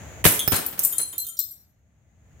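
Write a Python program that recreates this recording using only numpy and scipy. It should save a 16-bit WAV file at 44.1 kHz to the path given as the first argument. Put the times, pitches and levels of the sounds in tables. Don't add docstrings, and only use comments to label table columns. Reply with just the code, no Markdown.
import sys
import numpy as np
from scipy import signal
from scipy.fft import rfft, irfft
from scipy.io import wavfile

SR = 44100
rng = np.random.default_rng(int(sys.argv[2]) if len(sys.argv) > 2 else 0)


def master_out(mix):
    frames = np.transpose(np.atleast_2d(mix))
    ceiling = np.clip(frames, -1, 1)
    pcm = np.round(ceiling * 32767).astype(np.int16)
    wavfile.write(sys.argv[1], SR, pcm)


N = 105840
TIME_S = np.arange(N) / SR
FREQS_HZ = np.maximum(np.fft.rfftfreq(N, 1 / SR), 1)
TOP_HZ, CONTACT_S = 15800, .0008


def undb(db):
    return 10 ** (np.asarray(db) / 20)


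def pan(pan_db):
    return undb(np.array([[pan_db], [-pan_db]]) / 2)


def decay(t60_s):
    return np.exp(-np.log(1000) * TIME_S / t60_s)


def curve_at(hz, points):
    freqs_hz, values = np.array(points).T
    return np.interp(np.log(hz), np.log(freqs_hz), values)


def colour(x, spectrum):
    gain = undb(curve_at(FREQS_HZ, spectrum))
    return irfft(rfft(x) * gain / np.sqrt(np.mean(gain ** 2)), N)


def noise(alike_below_hz=780):
    mid, side = rfft(rng.standard_normal((2, N)))
    coherence = .9 / (1 + (FREQS_HZ / alike_below_hz) ** 2)
    mid *= np.sqrt((1 + coherence) / 2)
    side *= np.sqrt((1 - coherence) / 2)
    return irfft(np.array([mid + side, mid - side]), N)


def add(out, start_s, x, level_db, pan_db):
    start = int(start_s * SR)
    out[:, start:] += x[..., :N - start] * undb(level_db) * pan(pan_db)


def swells(texture, events):
    out = np.zeros((2, N))
    for start_s, level_db, rise_s, t60_s, pan_db in events:
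        envelope = np.minimum(TIME_S / rise_s, 1) * decay(t60_s)
        stretch = np.roll(texture, -int(start_s * SR), axis=1)
        add(out, start_s, stretch * envelope / envelope.max(), level_db, pan_db)
    return out


def ring(modes, rattle_depth=0, rattle_per_s=140, length_s=.4):
    t, out = TIME_S[:int(length_s * SR)], 0
    knots_s = np.arange(int(t[-1] * rattle_per_s) + 2) / rattle_per_s
    for pitch_hz, level_db, t60_s in modes:
        jitter = rng.standard_normal((2, len(knots_s))) / np.sqrt(2) * (knots_s > 0)
        waver = 1 + rattle_depth * np.interp(t, knots_s, jitter[0] + 1j * jitter[1])
        mode = np.exp((2j * np.pi * pitch_hz - np.log(1000) / t60_s) * t)
        out = out + undb(level_db) * (waver * mode).imag
    onset = np.sin(np.pi / 2 * np.minimum(t / CONTACT_S, 1)) ** 2
    return np.pad(out * onset, (0, N - len(t)))


def patter(rate_per_s=2500, spread_db=3):
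    when, size, side = rng.random((int(rate_per_s * N / SR), 3)).T
    gain = undb(-spread_db * np.log(np.maximum(size, .01)))
    out = np.zeros((2, N))
    out[:, (when * N).astype(int)] = gain * np.array([np.cos(side * np.pi), np.sin(side * np.pi)])
    return out / out.std()


def chatter(x, bounces=4, gap_s=.006, bounce_gain=.45):
    out, delay = x.copy(), 0
    for k, chance in enumerate(rng.random(bounces)):
        delay += int(gap_s * (.5 + chance) * SR)
        out[delay:] += bounce_gain ** (k + 1) * x[:N - delay]
    return out


def background(split_hz=300, pan_db=1.5):
    # freq_hz, density_db
    spectrum = [(20, -32), (35, -16.5), (72, 1.5), (160, -8), (380, -23.5), (650, -20), (1000, -29.5),
                (2000, -27.5), (5300, -45.5), (6700, -26), (8500, -46), (16000, -44.5)]
    # time_s, bass_db, treble_db
    contour = [(0, -43, -35.5), (0.218, -41, -36), (0.302, -47, -80), (1.2, -58.5, -57.5), (1.8, -62, -65),
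               (2.15, -57.5, -61), (2.4, -50, -51.5)]
    times_s, bass_db, treble_db = np.array(contour).T
    air = colour(noise(), spectrum)
    bass = irfft(rfft(air) / (1 + (FREQS_HZ / split_hz) ** 4), N)
    bass_gain = undb(np.interp(TIME_S, times_s, bass_db))
    treble_gain = undb(np.interp(TIME_S, times_s, treble_db))
    return (bass * bass_gain + (air - bass) * treble_gain) * pan(pan_db)


def yard_echo(x, rise_s=.011):
    # freq_hz, t60_s
    decay_times = [(60, .3), (300, 0.6), (1500, 0.53), (5000, 0.42), (14000, 0.36)]
    spectrum, response = rfft(noise()), 0
    centres_hz = np.geomspace(60, TOP_HZ, 9)
    for centre_hz, weights in zip(centres_hz, np.eye(len(centres_hz))):
        band = irfft(spectrum * np.interp(np.log(FREQS_HZ), np.log(centres_hz), weights), N)
        response = response + band * decay(curve_at(centre_hz, decay_times))
    response *= np.minimum(TIME_S / rise_s, 1)
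    response /= np.sqrt(np.sum(response ** 2) / 2)
    return signal.fftconvolve(x, response, axes=1)[:, :N]


def table_boom():
    # pitch_hz, level_db, t60_s
    modes = [(71, -10, 0.0905), (105, 3, 0.09), (156.2, 3, 0.052), (246, -6, 0.041)]
    # start_s, level_db, pan_db
    blows = [(0.254, -25.5, 15), (0.259, -18, 14), (0.477, -27, 10), (0.52, -30.5, 8), (0.531, -28, 15.5),
             (0.882, -51.5, 2)]
    out, boom = np.zeros((2, N)), ring(modes)
    for start_s, level_db, pan_db in blows:
        add(out, start_s, boom, level_db, pan_db)
    return out


def landings(drops_db=-3):
    # start_s, level_db, rise_s, t60_s, pan_db
    slaps = [(.4765, -19, .0005, 0.044, 0.5), (.5185, -21, 0.0022, 0.42, 2.5),
             (0.726, -39.5, 0.0019, 0.19, 0.5), (.775, -40.5, .005, 1, 3), (.92, -48.5, .01, 0.12, -1.5),
             (.99, -37, .005, 0.15, -2.5), (1.123, -47.5, .012, 0.21, 0.5)]
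    # freq_hz, density_db
    spectrum = [(40, -26.5), (130, 0.5), (300, 1), (800, -2.5), (1600, -3.5), (3000, -6), (6000, -13),
                (16000, -7.5)]
    return swells(colour(noise() + undb(drops_db) * patter(), spectrum), slaps)


def spray(sizes=60, ping_t60_s=.021, mist_db=2):
    # start_s, level_db, rise_s, t60_s, pan_db
    clouds = [(0.24, -17, 0.018, 0.43, -2.5), (0.518, -28, .003, 0.15, 8), (0.553, -28.5, 0.0034, 0.17, -7)]
    # freq_hz, density_db
    spectrum = [(100, -31), (1000, -14), (3000, -14), (5200, -8.5), (8000, -2), (12000, 4.5), (16000, -3.5)]
    hits, size_of_hit = patter(), rng.integers(0, sizes, N)
    pitches_hz = np.geomspace(2500, TOP_HZ, sizes) * (1 + .02 * rng.standard_normal(sizes))
    pings, t = np.zeros((2, N)), TIME_S[:SR // 10]
    for size, pitch_hz in enumerate(pitches_hz):
        ping = np.sqrt(pitch_hz) * np.sin(2 * np.pi * pitch_hz * t) * decay(ping_t60_s)[:len(t)]
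        pings += signal.oaconvolve(hits * (size_of_hit == size), ping[None], axes=1)[:, :N]
    texture = pings / pings.std() + undb(mist_db) * noise()
    return swells(colour(texture, spectrum), clouds)


def tinkle(shards=64, lowest_hz=6800, t60_s=.035, fade_db=16):
    # start_s, level_db, length_s
    showers = [(0.534, -30, 0.17), (.832, -24.5, 0.15)]
    out = np.zeros((2, N))
    for start_s, level_db, length_s in showers:
        for lateness, size, side in rng.random((shards, 3)):
            pitch_hz = lowest_hz * (TOP_HZ / lowest_hz) ** rng.random()
            ping = ring([(pitch_hz, 0, t60_s)]) * (.5 + size) * undb(-fade_db * lateness)
            add(out, start_s + length_s * lateness ** 2, ping, level_db, pan_db=20 * (side - .5))
    return out


def clinks(tick_t60_s=.012, knee_hz=4000, focus_width_hz=1200, off_focus_db=-9):
    # start_s, piece, ring_db, tick_db, focus_hz, pan_db
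    impacts = [(0.3925, "thick", -15, -10, 10800, 2), (.405, "thick", -22, -19, 3400, 1),
               (.4765, "lid", -31.5, -30, 2407, -5.5), (0.4764, "sliver", -14, -19.5, 15300, -14),
               (.533, "lid", -23, -26, 1600, -0.5), (0.542, "shoulder", -24, -28, 4130, -3),
               (.564, "shoulder", -19.5, -26, 8690, 13.5), (0.663, "chip", -15, -17.5, 13900, 5.5),
               (.792, "flake", -15, -6.5, 14500, -2.5), (.838, "corner", -25, -21, 7750, 22),
               (0.849, "corner", -13.5, -6.5, 13900, 7.5), (0.925, "curved", -22.5, -27, 11800, 2.5),
               (0.9819, "side", -14.5, -13, 9700, 7.5), (1.014, "side", -17.5, -38, 9700, -2),
               (1.127, "curved", -31, -32, 3630, -1.5), (1.1804, "side", -20, -16, 12440, -4.5),
               (1.2, "side", -21.5, -27, 12230, 7.5), (1.246, "curved", -33, -30, 2500, 2),
               (1.267, "curved", -29.5, -22, 14700, -4), (1.287, "curved", -30.5, -28.5, 9000, 7.5),
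               (1.369, "base", -31.5, -44, 5700, -3), (1.390, "base", -16, -19, 13540, 6.5),
               (1.508, "splinter", -38, -54.5, 12670, 2)]
    piece_modes = { "lid": [(1340, -3), (1513, -4), (1690, 0), (2649, -7)], "thick": [(3290, -8), (3402, 1),
                   (3510, -7), (6395, -1), (10780, 0), (10990, -3), (15120, 2)], "sliver": [(5286, -6),
                   (14615, 0), (14800, -5)], "shoulder": [(4140, -6), (6304, -7), (8586, -4), (9200, 0),
                   (12870, 5)], "chip": [(11260, -3), (14320, -1)], "flake": [(6314, -12), (9216, -6),
                   (14615, 0), (14850, -6)], "corner": [(7130, -6), (8263, -2), (8360, -4), (9423, -6),
                   (11070, -5), (12295, 0), (13905, 1)], "curved": [(1340, -28), (3171, -15), (3628, -17),
                   (6805, -7), (7115, -7), (8670, -5), (9645, -3), (11780, 0), (13899, -4), (14680, -1)],
                   "side": [(4143, -12), (6314, -14), (7700, -3), (9657, -3), (9708, -4), (12335, 0)],
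                   "base": [(3640, -19), (4143, -17), (4825, -16), (5699, -8), (6828, -15), (7622, -3),
                   (9708, -11), (12640, -9), (13570, -2), (13640, -2), (15670, -7)],
                   "splinter": [(9356, -7), (12630, 0), (14222, -1)]}
    piece_t60_s = {"lid": .045, "thick": .07, "sliver": .23, "shoulder": .08, "chip": .17, "flake": .18,
                   "corner": .16, "curved": .22, "side": .19, "base": .15, "splinter": .28}
    # freq_hz, density_db
    tick_spectrum = [(200, -48), (1500, -34), (4200, -15), (8000, 0), (13000, 7.5), (16000, -4)]
    out, tick_noise = np.zeros((2, N)), colour(noise(), tick_spectrum)
    tick_envelope = np.minimum(TIME_S / CONTACT_S, 1) * decay(tick_t60_s)
    for start_s, piece, ring_db, tick_db, focus_hz, pan_db in impacts:
        modes = []
        for pitch_hz, level_db in piece_modes[piece]:
            off_focus = 1 - np.exp(-((pitch_hz - focus_hz) / focus_width_hz) ** 2)
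            t60_s = piece_t60_s[piece] * min(knee_hz / pitch_hz, 1)
            modes.append((pitch_hz, level_db + off_focus_db * off_focus, t60_s))
        add(out, start_s, chatter(ring(modes, rattle_depth=.75)), ring_db, pan_db)
        tick = np.roll(tick_noise, int(start_s * SR), axis=1) * chatter(tick_envelope)
        add(out, start_s, tick, tick_db, pan_db)
    return out


def shot():
    # start_s, level_db, t60_s, tilt_db_per_octave, pan_db
    bursts = [(0.2425, -13.5, 0.049, 1.16, -5.5), (0.2522, -7, 0.045, -1.0, 1),
              (0.2628, -9, 0.048, -0.54, 8)]
    # freq_hz, density_db
    spectrum = [(30, -8.5), (80, 1.5), (200, 1.5), (500, 1.5), (1200, -2), (2700, 1.5), (5200, -9.5),
                (8000, -9.5), (12000, -3), (16000, -14.5)]
    out = np.zeros((2, N))
    for start_s, level_db, t60_s, tilt_db_per_octave, pan_db in bursts:
        tilted = [(hz, db + tilt_db_per_octave * np.log2(hz)) for hz, db in spectrum]
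        add(out, start_s, colour(noise(), tilted) * decay(t60_s), level_db, pan_db)
    return out


def scene(bang_echo_db=-7, splash_echo_db=-10, glass_echo_db=-4.5):
    bang = shot()
    splash = spray() + landings()
    glass = clinks() + tinkle()
    send = undb(bang_echo_db) * bang + undb(splash_echo_db) * splash + undb(glass_echo_db) * glass
    return bang + splash + glass + yard_echo(send) + table_boom() + background()


def record(dry, low_cut_hz=48):
    high_pass = signal.butter(2, low_cut_hz, "high", fs=SR, output="sos")
    low_pass = signal.ellip(10, .2, 70, TOP_HZ, fs=SR, output="sos")
    clipped = np.clip(signal.sosfilt(high_pass, dry), -1, 1)
    return signal.sosfilt(low_pass, clipped)


dry = scene()
out = record(dry)
master_out(out)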